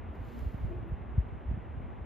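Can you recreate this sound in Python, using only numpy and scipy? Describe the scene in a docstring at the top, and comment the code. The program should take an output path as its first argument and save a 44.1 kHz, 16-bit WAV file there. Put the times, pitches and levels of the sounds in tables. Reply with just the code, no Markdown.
"""Wind on the microphone, on a boat in a fjord: eddies thump the two ports over a gusting rumble.
All around lies the dull wash of water, with a few small waves lapping. Far off, whales push air
through their blowholes, heard as soft hollow puffs. Close to the microphone a faint high swish
passes, perhaps the cloth of a jacket. Faint high ticks and pings come now and then."""
import sys
import numpy as np
from scipy import signal
from scipy.fft import rfft, irfft
from scipy.io import wavfile

SR = 44100
rng = np.random.default_rng(int(sys.argv[2]) if len(sys.argv) > 2 else 0)


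def inscribe(sig):
    """Save sig as 16-bit PCM at rate SR to the path in sys.argv[1].

    A 1-D sig is mono; a 2-D sig holds one channel per row.
    Samples are clipped to [-1, 1] before scaling.
    """
    pcm = np.round(np.clip(np.atleast_2d(sig).T, -1, 1) * 32767)
    wavfile.write(sys.argv[1], SR, pcm.astype(np.int16))


N = 90404
T = np.arange(N) / SR
HZ = np.fft.rfftfreq(N, 1 / SR)

# Stereo width of the microphone pair, whose ports cancel near 8.7 kHz.
# Each row: frequency in Hz, side minus mid in dB.
PAIR_WIDTH = [(100, -5), (250, -5.5), (400, -7.5), (800, -1), (1250, -1), (1600, -7.5), (2150, -28.5),
              (2600, -28), (3200, -11), (4200, -27), (5800, -4), (7400, -3.5), (8700, 19.5), (10000, 1.5),
              (11700, -1), (13500, -19.5)]
# Water and far air around the boat. Each row: frequency in Hz, relative level in dB.
WASH_SPECTRUM = [(40, -7), (230, 2), (350, -0.5), (520, -4.5), (800, -5), (1100, -9), (1500, -14),
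                 (2100, -17.5), (2800, -24), (3500, -31), (4000, -40), (4600, -51.5), (7000, -52),
                 (9000, -53.5), (12500, -55), (15000, -74)]
# Balance of the wash. Each row: frequency in Hz, left minus right in dB.
WASH_BALANCE = [(300, -0.3), (700, -2.5), (1200, 3), (1800, 0)]
# Small waves lapping. Each row: peak time in seconds, level in dB, half-length in seconds,
# centre in Hz, spread in octaves.
WATER_LAPS = [(0.166, -60.5, 0.037, 830, 0.45), (0.398, -60, 0.016, 950, 0.77),
              (1.92, -60, 0.018, 950, 0.25)]
# Far whale blows as they reach the boat. Each row: start in seconds, level in dB, seconds until
# the fade, lowest resonance in Hz, gain of the upper resonances in dB.
WHALE_BLOWS = [(0.314, -45, 0.066, 231, -13.5), (0.68, -44, 0.063, 351.2, 0),
               (0.811, -49.5, 0.048, 337.5, -3)]
# Resonances of a blowhole. Each row: multiple of the lowest, bandwidth in Hz, relative level in dB.
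BLOWHOLE_MODES = [(1, 34, 0), (1.29, 48, -5), (1.85, 160, -13)]
# The swish passing close by. Each row: time in seconds, level in dB.
SWISH_ENVELOPE = [(0, -106), (.085, -100), (.15, -78), (.19, -81.5), (.27, -72.5), (.4, -69.5),
                  (.46, -72.5), (.53, -75), (.67, -78), (.8, -87), (.92, -96.5), (1.02, -108), (2.05, -118)]
# Colour of the swish. Each row: frequency in Hz, relative level in dB.
SWISH_SPECTRUM = [(1000, -10), (2800, 9), (4200, 8), (5500, 2), (7500, 1.5), (9000, 0.5), (12000, 1.5),
                  (14200, 3.5), (15500, -9)]
# Faint high ticks and pings; a thin 12 kHz ping sounds with the loudest wind thump.
# Each row: peak time in seconds, level in dB, half-length in seconds, centre in Hz, spread in octaves.
HIGH_TICKS = [(0.392, -62, 0.0018, 8000, 1.), (0.654, -79, .008, 7000, .7), (0.887, -85, 0.015, 13000, .15),
              (1.035, -95, 0.013, 13000, .12), (1.184, -86, .008, 12200, .02),
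              (1.273, -84, .0015, 12100, 0.072), (1.284, -90, .006, 12300, .1),
              (1.51, -89, 0.014, 4700, .35), (1.82, -88.5, 0.013, 10000, .5)]
# Wind rumble at the microphone. Each row: frequency in Hz, relative level in dB.
RUMBLE_SPECTRUM = [(15, -30), (24, -15.5), (45, 5), (70, 3), (110, -1), (160, -14), (240, -10), (400, -32),
                   (900, -57.5), (2500, -97.5)]
# Gusts in the rumble. Each row: time in seconds, gain in dB.
GUSTS = [(0, -4), (.115, -3), (.135, -13), (.17, -13), (.21, -4.5), (.33, -8.5), (.44, 0.5), (.52, -6.5),
         (.6, -1.5), (.66, 2.5), (.73, -2), (.86, 0.5), (.98, -6.5), (1.15, 0.5), (1.26, -5.5), (1.35, 0),
         (1.42, -11.5), (1.52, 3.5), (1.65, -7), (1.79, 0), (1.9, -2.5), (2.05, -6.5)]
# Eddies striking the microphone. Each row: time in seconds, peak level in dB,
# half-width of the pressure pulse in seconds.
WIND_EDDIES = [(0.011, -36, 0.0063), (0.067, -41.5, 0.002), (0.092, -38.5, 0.0026), (0.184, -35, 0.0039),
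               (.207, -32.5, 0.0027), (.281, -33, 0.0019), (0.412, -29.5, 0.0042), (0.461, -24.5, 0.00294),
               (0.544, -28.5, 0.0011), (0.625, -25.5, 0.004), (0.647, -29, 0.0017), (0.759, -34.5, 0.0021),
               (0.828, -33.5, 0.0009), (0.901, -30, 0.0059), (0.922, -25.5, 0.0018), (1.009, -33, 0.0016),
               (1.112, -38.5, 0.0028), (1.147, -34.5, 0.0022), (1.18, -15.5, 0.002), (1.328, -33, 0.0022),
               (1.453, -34, 0.005), (1.484, -25.5, 0.004), (1.513, -28.5, 0.00096), (1.538, -29, 0.0016),
               (1.576, -31, 0.001), (1.695, -36.5, 0.0024), (1.773, -34.5, 0.0018), (1.803, -35, 0.0014),
               (1.841, -39, 0.0015), (2.009, -35, 0.0022)]


def amp(db):
    """Decibels to gain."""
    return 10 ** (np.asarray(db) / 20)


def unit_rms(x):
    """Scales to rms 1."""
    return x / np.sqrt(np.mean(x ** 2) + 1e-30)


def curve_db(points):
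    """A table's decibels at every frequency, joined on a log-frequency axis."""
    hz, db = np.transpose(points)
    return np.interp(np.log(HZ + 1), np.log(hz + 1), db)


def noise(gain, width_db):
    """Stereo noise of rms 1 with a given spectrum and width."""
    mid, side = rfft(rng.standard_normal((2, N)))
    width = amp(width_db)
    left_right = np.array([mid + width * side, mid - width * side]) / np.hypot(1, width)
    return unit_rms(irfft(left_right * gain, N))


def drift(seconds):
    """Slow random curve of rms 1."""
    smoothing = np.exp(-(HZ * seconds) ** 2) * (HZ > 1)
    return unit_rms(irfft(rfft(rng.standard_normal(N)) * smoothing, N))


def burst(time, level_db, length, centre_hz, octaves):
    """A short swell of noise in one band: a lap of water, or a high tick or ping."""
    band = np.exp(-.5 * (np.log2((HZ + 1) / centre_hz) / octaves) ** 2)
    swell = np.exp(-((T - time) / length) ** 2)
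    return amp(level_db) * swell * noise(band, curve_db(PAIR_WIDTH))


def water_wash(level_db=-49, waver_db=0.74, fade_db_per_s=0.5):
    """Ripples all around the boat: dull noise whose octaves waver each on their own."""
    spectrum_db = curve_db(WASH_SPECTRUM) + np.outer([.5, -.5], curve_db(WASH_BALANCE))
    water = rfft(noise(amp(spectrum_db), curve_db(PAIR_WIDTH)))
    octave = np.clip(np.log2((HZ + 1) / 250), 0, 5)
    ripples = 0
    for k in range(6):
        band = irfft(water * np.maximum(1 - abs(octave - k), 0), N)
        ripples += band * amp(waver_db * drift(0.019))
    return amp(level_db - fade_db_per_s * T) * unit_rms(ripples)


def whale_blow(start, level_db, length, low_hz, upper_db, rise_s=0.037, t60_s=0.21, hoot_share=0.23):
    """Far off, air bursts through a blowhole: each resonance is part wavering hoot, part rush of air."""
    hollow = 0
    for k, (multiple, bandwidth, db) in enumerate(BLOWHOLE_MODES):
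        hz = multiple * low_hz
        wavering_hz = hz * (1 + 0.032 * drift(.015))
        hoot = unit_rms(np.sin(2 * np.pi * np.cumsum(wavering_hz) / SR))
        rush = noise(1 / (1 + (2 * (HZ - hz) / bandwidth) ** 2), width_db=-6.5)
        resonance = np.sqrt(hoot_share) * hoot + np.sqrt(1 - hoot_share) * rush
        hollow += amp(db + upper_db * (k > 0)) * resonance
    rise = np.clip((T - start) / rise_s, 0, 1)
    fade = np.exp(-np.log(1000) * np.maximum(T - start - length, 0) / t60_s)
    return amp(level_db) * rise * fade * unit_rms(hollow)


def swish(grain_db=1.0):
    """A grainy hiss close to the microphone, perhaps sliding cloth."""
    slide = amp(np.interp(T, *np.transpose(SWISH_ENVELOPE)) + grain_db * drift(0.0085))
    return slide * noise(amp(curve_db(SWISH_SPECTRUM)), curve_db(PAIR_WIDTH))


def wind_rumble(base_db=-39.5, waver_db=0.5):
    """Small turbulence right at the microphone, swelling and sinking quickly."""
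    level_db = base_db + np.interp(T, *np.transpose(GUSTS)) + waver_db * drift(0.065)
    return amp(level_db) * noise(amp(curve_db(RUMBLE_SPECTRUM)), width_db=-2)


def wind_eddies(low_cut_hz=55.5, port_lag_s=.0006, port_spread_db=2.5):
    """Each eddy is a push of pressure that rings the microphone's steep low cut: a short falling thump."""
    low_cut = signal.butter(N=7, Wn=low_cut_hz, btype="high", fs=SR, output="sos")
    out = np.zeros((2, N))
    side = np.array([[.5], [-.5]])
    for time, db, half_width in WIND_EDDIES:
        lag, tilt = rng.standard_normal(2)  # it reaches the two ports a little apart, and unequally
        arrival = time + side * port_lag_s * np.sign(lag)
        near = abs(T - time) < .2
        offset = (T[near] - arrival) / half_width
        push = np.exp(-.5 * np.minimum(offset ** 2, 100))
        thump = signal.sosfilt(low_cut, push)
        out[:, near] += amp(db + side * port_spread_db * tilt) * thump / abs(thump).max()
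    return out


def scene():
    """From the boat: water all around, whales far off, a swish and ticks, wind on the microphone."""
    water = water_wash() + sum(burst(*lap) for lap in WATER_LAPS)
    wind = wind_eddies() + wind_rumble()
    whales = sum(whale_blow(*blow) for blow in WHALE_BLOWS)
    treble = swish() + sum(burst(*tick) for tick in HIGH_TICKS)
    return water + whales + treble + wind


def record(dry, edge_hz=15700):
    """The recorder's band limit cuts off the highest treble."""
    low_pass = signal.firwin(511, edge_hz, window=("kaiser", 9), fs=SR)
    padded = np.pad(dry, ((0, 0), (255, 255)), "reflect", reflect_type="odd")
    return signal.oaconvolve(padded, low_pass[None], "valid")


dry = scene()
out = record(dry)
inscribe(out)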